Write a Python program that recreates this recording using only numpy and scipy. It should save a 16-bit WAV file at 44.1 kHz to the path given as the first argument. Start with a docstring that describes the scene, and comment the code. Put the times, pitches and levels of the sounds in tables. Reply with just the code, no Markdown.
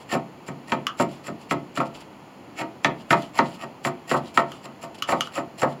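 """Short scrapes and woody knocks: a narrow chisel pares hard wood clamped to a bench in a small workshop.
Each push tears through the fibres; most end in a knock as the chip gives way and the bench takes the load.
Between pushes the blade rubs lightly back over the wood. Its steel clicks sharply three times
and ticks faintly now and then, over a steady low background noise."""
import sys
import numpy as np
from scipy import signal
from scipy.fft import rfft, irfft, next_fast_len
from scipy.io import wavfile

SR = 44100
rng = np.random.default_rng(int(sys.argv[2]) if len(sys.argv) > 2 else 0)


def to_wav(s):
    """Save 16-bit WAV."""
    ch = np.atleast_2d(s).T  # columns
    pcm = np.round(np.clip(ch, -1, 1) * 32767)  # PCM
    wavfile.write(sys.argv[1], SR, pcm.astype(np.int16))


N = 255780

# bench ring time: freq_hz, t60_s
BENCH_T60 = [(150, 0.39), (400, .3), (900, 0.17), (1800, 0.077), (4000, 0.11), (12000, 0.01)]


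def amp(db):
    """Decibels to gain."""
    return 10 ** (np.asarray(db) / 20)


def unit(x):
    """Scale to rms 1."""
    return x / np.sqrt(np.mean(x ** 2) + 1e-20)


def unit_peak(x):
    """Scale to peak 1."""
    return x / np.abs(x).max()


def along(points, hz):
    """Interpolate (freq_hz, value) points on a log axis."""
    freq_hz, values = np.transpose(points)
    return np.interp(np.log(hz + 1), np.log(freq_hz + 1), values)


def filtered(x, response):
    """Apply the gain response(hz) to x."""
    size = next_fast_len(len(x) + 8192)
    return irfft(rfft(x, size) * response(np.fft.rfftfreq(size, 1 / SR)), size)[:len(x)]


def lowpass(x, cutoff_hz, order):
    """Zero-phase low-pass, half amplitude at the cutoff."""
    return filtered(x, lambda hz: 1 / (1 + (hz / cutoff_hz) ** order))


def coloured(x, spectrum):
    """Shape x by (freq_hz, level_db) points; rms 1."""
    return unit(filtered(x, lambda hz: amp(along(spectrum, hz))))


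def add(track, start_s, sound):
    """Mix a sound into a track."""
    part = track[max(round(start_s * SR), 0):][:len(sound)]
    part += sound[:len(part)]


def dying_noise(t60_curve):
    """Diffuse 0.5 s tail of energy 1; each frequency decays at its own rate."""
    hz, t, bins = signal.stft(rng.standard_normal(SR // 2), SR, nperseg=256)
    decay = amp(-60 * t / along(t60_curve, hz)[:, None])
    tail = signal.istft(bins * decay, SR)[1][:SR // 2]
    return tail / np.linalg.norm(tail)


def background():
    """Steady low workshop noise."""
    # noise spectrum: freq_hz, level_db
    spectrum = [(26, -51), (45, -21), (146, -1), (297, -1), (462, -7), (919, -7), (1610, -18), (2910, -19),
                (3720, -28), (4310, -25), (5920, -35), (7210, -27), (8150, -42), (10400, -36), (15800, -43)]
    return amp(-45) * coloured(rng.standard_normal(N), spectrum)


def room(x):
    """Short diffuse workshop reverberation, 5 ms late."""
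    # room ring time: freq_hz, t60_s
    room_t60 = [(150, 0.24), (1000, 0.26), (3000, 0.25), (12000, 0.042)]
    return signal.fftconvolve(x, np.pad(dying_noise(room_t60), (SR // 200, 0)))[:N]


def stroke(peak_s, rise_s, fall_s):
    """Pressure of one hand stroke: 20 dB down at rise_s before and fall_s after the peak."""
    t = np.arange(N) / SR - peak_s
    before, after = np.clip(-t / rise_s, 0, 10), np.clip(t / fall_s, 0, 10)
    return amp(-20 * (before ** 1.76 + after ** 1.93))


def fibres(snaps_per_s, friction_rms, spread_db=4):
    """Tiny snaps of random time, pitch and size over smooth friction noise."""
    draws = rng.random((int(snaps_per_s * N / SR), 4))
    start, pitch, size, phase = draws.T[:, :, None]
    pitch_hz = 300 + 15000 * pitch
    n = np.arange(SR // 300)
    envelope = amp(-spread_db * np.log(size + 0.022)) * np.exp(-n / SR / 0.00028)
    snaps = envelope * np.sin(2 * np.pi * (pitch_hz * n / SR + phase))
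    where = (start * (N - len(n))).astype(int) + n
    return unit(np.bincount(where.ravel(), snaps.ravel(), N)) + friction_rms * rng.standard_normal(N)


def rubs():
    """The flat of the blade slides lightly over the cut face."""
    # strokes between pushes: peak_s, rise_s, fall_s, level_db
    slides = [(.02,0.055,0.029,-58), (1.118,.05,0.1,-56), (1.418,.033,0.048,-58), (1.867,.03,0.019,-55.5),
              (1.951,.014,0.045,-50.5), (2.013,0.027,0.025,-52.5), (3.016,.06,0.021,-58),
              (3.21,0.14,0.094,-52), (3.47,0.087,.07,-54.5), (3.55,0.046,0.032,-52.5),
              (4.166,0.0067,.035,-46), (4.269,0.054,0.064,-54.5), (4.535,0.085,0.086,-56.5),
              (4.948,0.0047,0.021,-50), (4.984,.006,0.03,-53), (5.266,0.21,0.036,-53),
              (5.718,.07,0.032,-57)]
    # rubbing spectrum: freq_hz, level_db
    spectrum = [(300, 6), (900, 11), (1800, -2), (3000, 8.5), (3900, 2), (4800, 3), (6200, -9), (7400, 3),
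                (9000, -10), (10600, -7.5), (13000, -17), (15500, -19)]
    pressure = sum(amp(db) * stroke(*timing) for *timing, db in slides)
    grain = fibres(snaps_per_s=2500, friction_rms=1)
    return amp(8) * pressure * coloured(grain, spectrum)


def clicks():
    """A brief hard contact rings the chisel's damped resonances, with a short diffuse tail."""
    # taps of the steel: start_s, level_db, handle_db
    taps = [(0.8678, -13, -3), (3.2223, -32, -17), (4.5182, -32.5, -3), (5.023, -14, -5), (5.2077, -12, -7),
            (5.2719, -35, 6.5)]
    # chisel resonances: freq_hz, width_hz, level_db
    modes = [(1150, 180, 0.5), (1315, 183, 3.5), (2940, 133, 6), (3380, 310, -2), (4300, 2100, -11.5),
             (7100, 1700, -12), (11500, 3200, -23)]
    # blade ring time: freq_hz, t60_s
    blade_t60 = [(1000, .2), (3300, 0.16), (12000, 0.068)]

    def steel(hz):
        """Sum of resonances, alternating in sign."""
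        return sum((-1) ** k * amp(db) * 1j * hz * width_hz / (mode_hz**2 - hz**2 + 1j * hz * width_hz)
                   for k, (mode_hz, width_hz, db) in enumerate(modes))

    track, t = np.zeros(N), np.arange(SR // 2) / SR
    for start_s, level_db, handle_db in taps:
        contact = unit(rng.standard_normal(len(t)) * np.exp(-t / 0.0013))
        tap = filtered(contact + amp(-4.5) * unit(dying_noise(blade_t60)), steel)
        handle = lowpass(tap, cutoff_hz=2000, order=8)
        blade = unit_peak(tap - handle)
        add(track, start_s, amp(level_db + 1) * (blade + amp(handle_db) * unit_peak(handle)))
    return track


def bench_ring(scatter_db, build_cycles):
    """Bench impulse response of energy 1; low modes build up more slowly."""
    # modes of workpiece, clamp and bench: freq_hz, level_db
    modes = [(140.0, 0.2), (172.0, 0.3), (226.0, -7), (253.0, -0.1), (318.0, -1.5), (363.0, -0.5),
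             (398.0, -2.5), (522.0, 0.5), (571.0, -4.5), (603.0, -1), (678.0, 3.4), (713.0, -5),
             (751.0, -4), (775.0, -5), (877.0, -5), (929.0, 1.9), (1087.0, 0), (1171.0, -1.5),
             (1276.0, 1.5), (1338, -2), (1483.0, -11.5), (1524, -8), (1846.0, -0.5), (2056.0, -5.5),
             (2350.0, -5.5)]
    t = np.arange(SR // 2) / SR
    hz, db = np.transpose(modes)[:, :, None]
    # the grip shifts the small workpiece's high modes
    hz = hz * (1 + (hz / 15000) ** 2 * rng.standard_normal(hz.shape))
    t60_s = along(BENCH_T60, hz)
    gain = amp(db + scatter_db * rng.standard_normal(hz.shape)) / np.sqrt(t60_s)
    envelope = amp(-60 * t / t60_s) * (1 - np.exp(-t * hz / build_cycles))
    ring = (gain * envelope * np.sin(2 * np.pi * (hz * t + rng.random(hz.shape)))).sum(axis=0)
    return ring / np.linalg.norm(ring)


def cuts():
    """The edge tears fibres; a deeper bite darkens the rasp and shakes the bench harder."""
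    # pushes of the edge: peak_s, rise_s, fall_s, level_db, bite_db
    pushes = [(0.128,0.04,0.047,-38,6.5), (.483,0.026,0.022,-45.5,0), (.691,.022,0.052,-47.5,3),
              (0.722,0.0065,0.028,-45,10), (1.006,0.03,0.039,-36,1), (1.271,0.039,0.035,-46,3),
              (1.517,.024,0.021,-35,2.5), (1.773,0.026,0.021,-39,2), (1.805,0.023,0.037,-49,8),
              (2.596,.034,0.037,-41,6), (2.851,0.018,0.03,-41.5,0), (3.115,0.018,0.03,-32,2),
              (3.36,0.024,0.024,-44.5,7.5), (3.386,.02,0.021,-41,6), (3.635,.055,0.016,-47.5,5.5),
              (3.856,0.023,.042,-34.5,-8), (4.089,0.015,0.057,-44.5,3.5), (4.118,0.037,.05,-41,4.5),
              (4.361,0.023,0.017,-40,-2), (4.379,.008,0.046,-44,9), (4.655,0.042,0.016,-47.5,0),
              (4.829,.021,0.037,-45,-1.5), (5.091,0.022,0.038,-40.5,4.5), (5.115,0.03,0.027,-36.5,3),
              (5.372,0.051,0.039,-40,4.5), (5.592,.016,0.025,-40,0.5), (5.624,0.029,0.028,-39,3)]
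    # scraping spectrum: freq_hz, level_db
    spectrum = [(300, -47), (700, 5), (1300, -4), (2800, 5), (3700, -5.5), (4400, -1.5), (5400, -3),
                (6300, -13), (7500, 7.5), (8700, -16), (10600, -6.5), (12500, -16.5), (15500, -17)]
    tearing = fibres(snaps_per_s=5000, friction_rms=0.6)
    # the edge catches and slips on hard and soft grain layers
    layers_db = 2.5 * rng.standard_normal(N // 200 + 1)
    catch = amp(np.interp(np.arange(N) / 200, np.arange(len(layers_db)), layers_db))
    tearing = unit(tearing * catch)
    rasp = coloured(tearing, spectrum)
    dark = lowpass(rasp, cutoff_hz=3600, order=4)
    pressure, bite, shake = np.zeros((3, N))
    for peak_s, rise_s, fall_s, level_db, bite_db in pushes:
        push = amp(level_db) * stroke(peak_s, rise_s, fall_s)
        pressure += push
        bite += amp(bite_db) * push
        first = max(round(peak_s * SR) - SR // 8, 0)
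        force = (amp(bite_db) * push * tearing)[first:first + SR // 4]
        add(shake, first / SR, signal.fftconvolve(force, bench_ring(scatter_db=3.5, build_cycles=1.2)))
    return amp(4) * pressure * (rasp - dark) + amp(3.5) * (bite * dark + shake)


def knock(thump_db, crack_db, tick_db, bark_hz):
    """The chip gives way: the workpiece barks briefly, then the bench rings."""
    # struck boards: freq_hz, level_db
    board_spectrum = [(50, -21), (100, -13.5), (140, 2.5), (330, 5.5), (470, -5), (600, 1), (1300, 2.5),
                      (1600, 1.5), (1900, 2), (3000, -8.5), (3700, -13.5), (4300, -14.5), (5200, -23),
                      (7400, -24), (9000, -38), (15500, -49)]
    # last fibres parting: freq_hz, level_db
    splinter_spectrum = [(1500, -18), (4200, -19), (7400, 12), (9000, 5), (15500, -17)]
    t = np.arange(SR // 2) / SR
    splitting = unit(rng.standard_normal(len(t)) * (np.exp(-t / 0.0013) + 0.13 * np.exp(-t / 0.0095)))
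    boards = coloured(unit(dying_noise(BENCH_T60)) + 1.06 * splitting, board_spectrum)
    wood = boards + unit(bench_ring(scatter_db=1.5, build_cycles=2))
    low = lowpass(wood, cutoff_hz=450, order=6)
    high = wood - lowpass(wood, cutoff_hz=1600, order=6)
    body = unit_peak(wood - low - high)
    onset = np.exp(-t / 0.003)
    crack = unit_peak(high * (1 + 1.9 * onset))
    thump = unit_peak(low * (1 - onset))  # the heavy bench starts slowly
    cycles = bark_hz * t + 0.005 * np.cumsum(rng.standard_normal(len(t)))
    bark = np.sin(2 * np.pi * cycles) * np.exp(-t / 0.013) * (1 - np.exp(-t / 0.00072))
    tick = unit_peak(coloured(rng.standard_normal(len(t)) * np.exp(-t / 0.0029), splinter_spectrum))
    blow = amp(thump_db + 1) * thump + amp(-2.5) * body + amp(-7.5) * bark
    blow += amp(crack_db + 3.5) * crack + amp(tick_db - 3) * tick
    # bending waves: treble crosses the boards first, delay goes as 1 / sqrt(hz)
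    return filtered(blow, lambda hz: np.exp(-2j * np.pi * (0.1098 * np.sqrt(hz) - 0.000553 * hz)))


def knocks():
    """Each stop of the edge strikes the bench; soft blows with little crack swell in."""
    # breakthroughs: time_s, level_db, thump_db, crack_db, tick_db, bark_hz
    blows = [(0.125, -16, -4, -23, -17, 560), (0.148, -17.5, -7.5, -14, -23, 534),
             (0.485, -28.5, 1, -0.5, -11, 598), (0.721, -13, -8.5, -1.5, -29, 906),
             (0.998, -10.5, -5.5, -16, -24, 583), (1.016, -27.5, 0, -18, -24, 770),
             (1.282, -25.5, -1, -4, -19, 586), (1.511, -16, -2.5, 1.5, -12, 1305),
             (1.774, -17, -3.5, -4, -14, 1340), (1.803, -11, -18.5, -10, -36, 1341),
             (2.612, -19.5, -10.5, -5, -23, 670), (2.847, -10, -11.5, 2.5, -16, 952),
             (3.107, -11, -6.5, 1.5, -22, 1800), (3.129, -8, -13, -8, -28, 929),
             (3.39, -5.5, -13.5, -8.5, -35, 931), (3.634, -26.5, -7, -10, -14, 690),
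             (3.85, -16.5, -6.5, 0.5, -21, 1183), (3.872, -20.5, -6, -6.5, -20, 670),
             (4.113, -12, -8, -8.5, -22, 522), (4.139, -10, -12.5, -27, -29, 522),
             (4.375, -5.5, -15, -6.5, -15, 1336), (4.654, -32, -7, -10, -18, 1270),
             (4.834, -25, -10, -17.5, -22.5, 514), (5.088, -14, -14, -11.5, -23, 587),
             (5.124, -8, -12.5, -10, -33, 783), (5.377, -15.5, -10.5, -10, -25, 572),
             (5.62, -14.5, -8.5, -9, -23, 1356), (5.632, -6.5, -20.5, -15, -40, 519)]
    track, t = np.zeros(N), np.arange(SR // 2) / SR
    for time_s, level_db, thump_db, crack_db, tick_db, bark_hz in blows:
        rise_s = 0.00015 * amp(-0.75 * (level_db + crack_db))
        envelope = amp(level_db + 1) * (1 - np.exp(-t / rise_s))
        add(track, time_s - 0.001, envelope * knock(thump_db, crack_db, tick_db, bark_hz))
    return track


def scene():
    """Reverberant wood sounds and dry steel clicks over the background; mono."""
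    wood = cuts() + rubs() + knocks()
    return (background() + clicks() + wood + amp(-13.5) * room(wood))[None]


def record(dry):
    """Microphone: bass roll-off, narrow housing notches, band limit."""
    # housing notches: freq_hz, width_hz
    notches = [(1620, 62), (3700, 120), (8000, 990), (11720, 450)]
    low_cut_hz, top_hz = 33, 15900

    def response(hz):
        """Complex microphone gain."""
        gain = (1 - 1 / (1 + (hz / low_cut_hz) ** 4)) * (hz < top_hz)
        for notch_hz, width_hz in notches:
            gain = gain * (notch_hz**2 - hz**2) / (notch_hz**2 - hz**2 + 1j * hz * width_hz)
        return gain

    return filtered(dry[0], response)[None]


dry = scene()
out = record(dry)
to_wav(out)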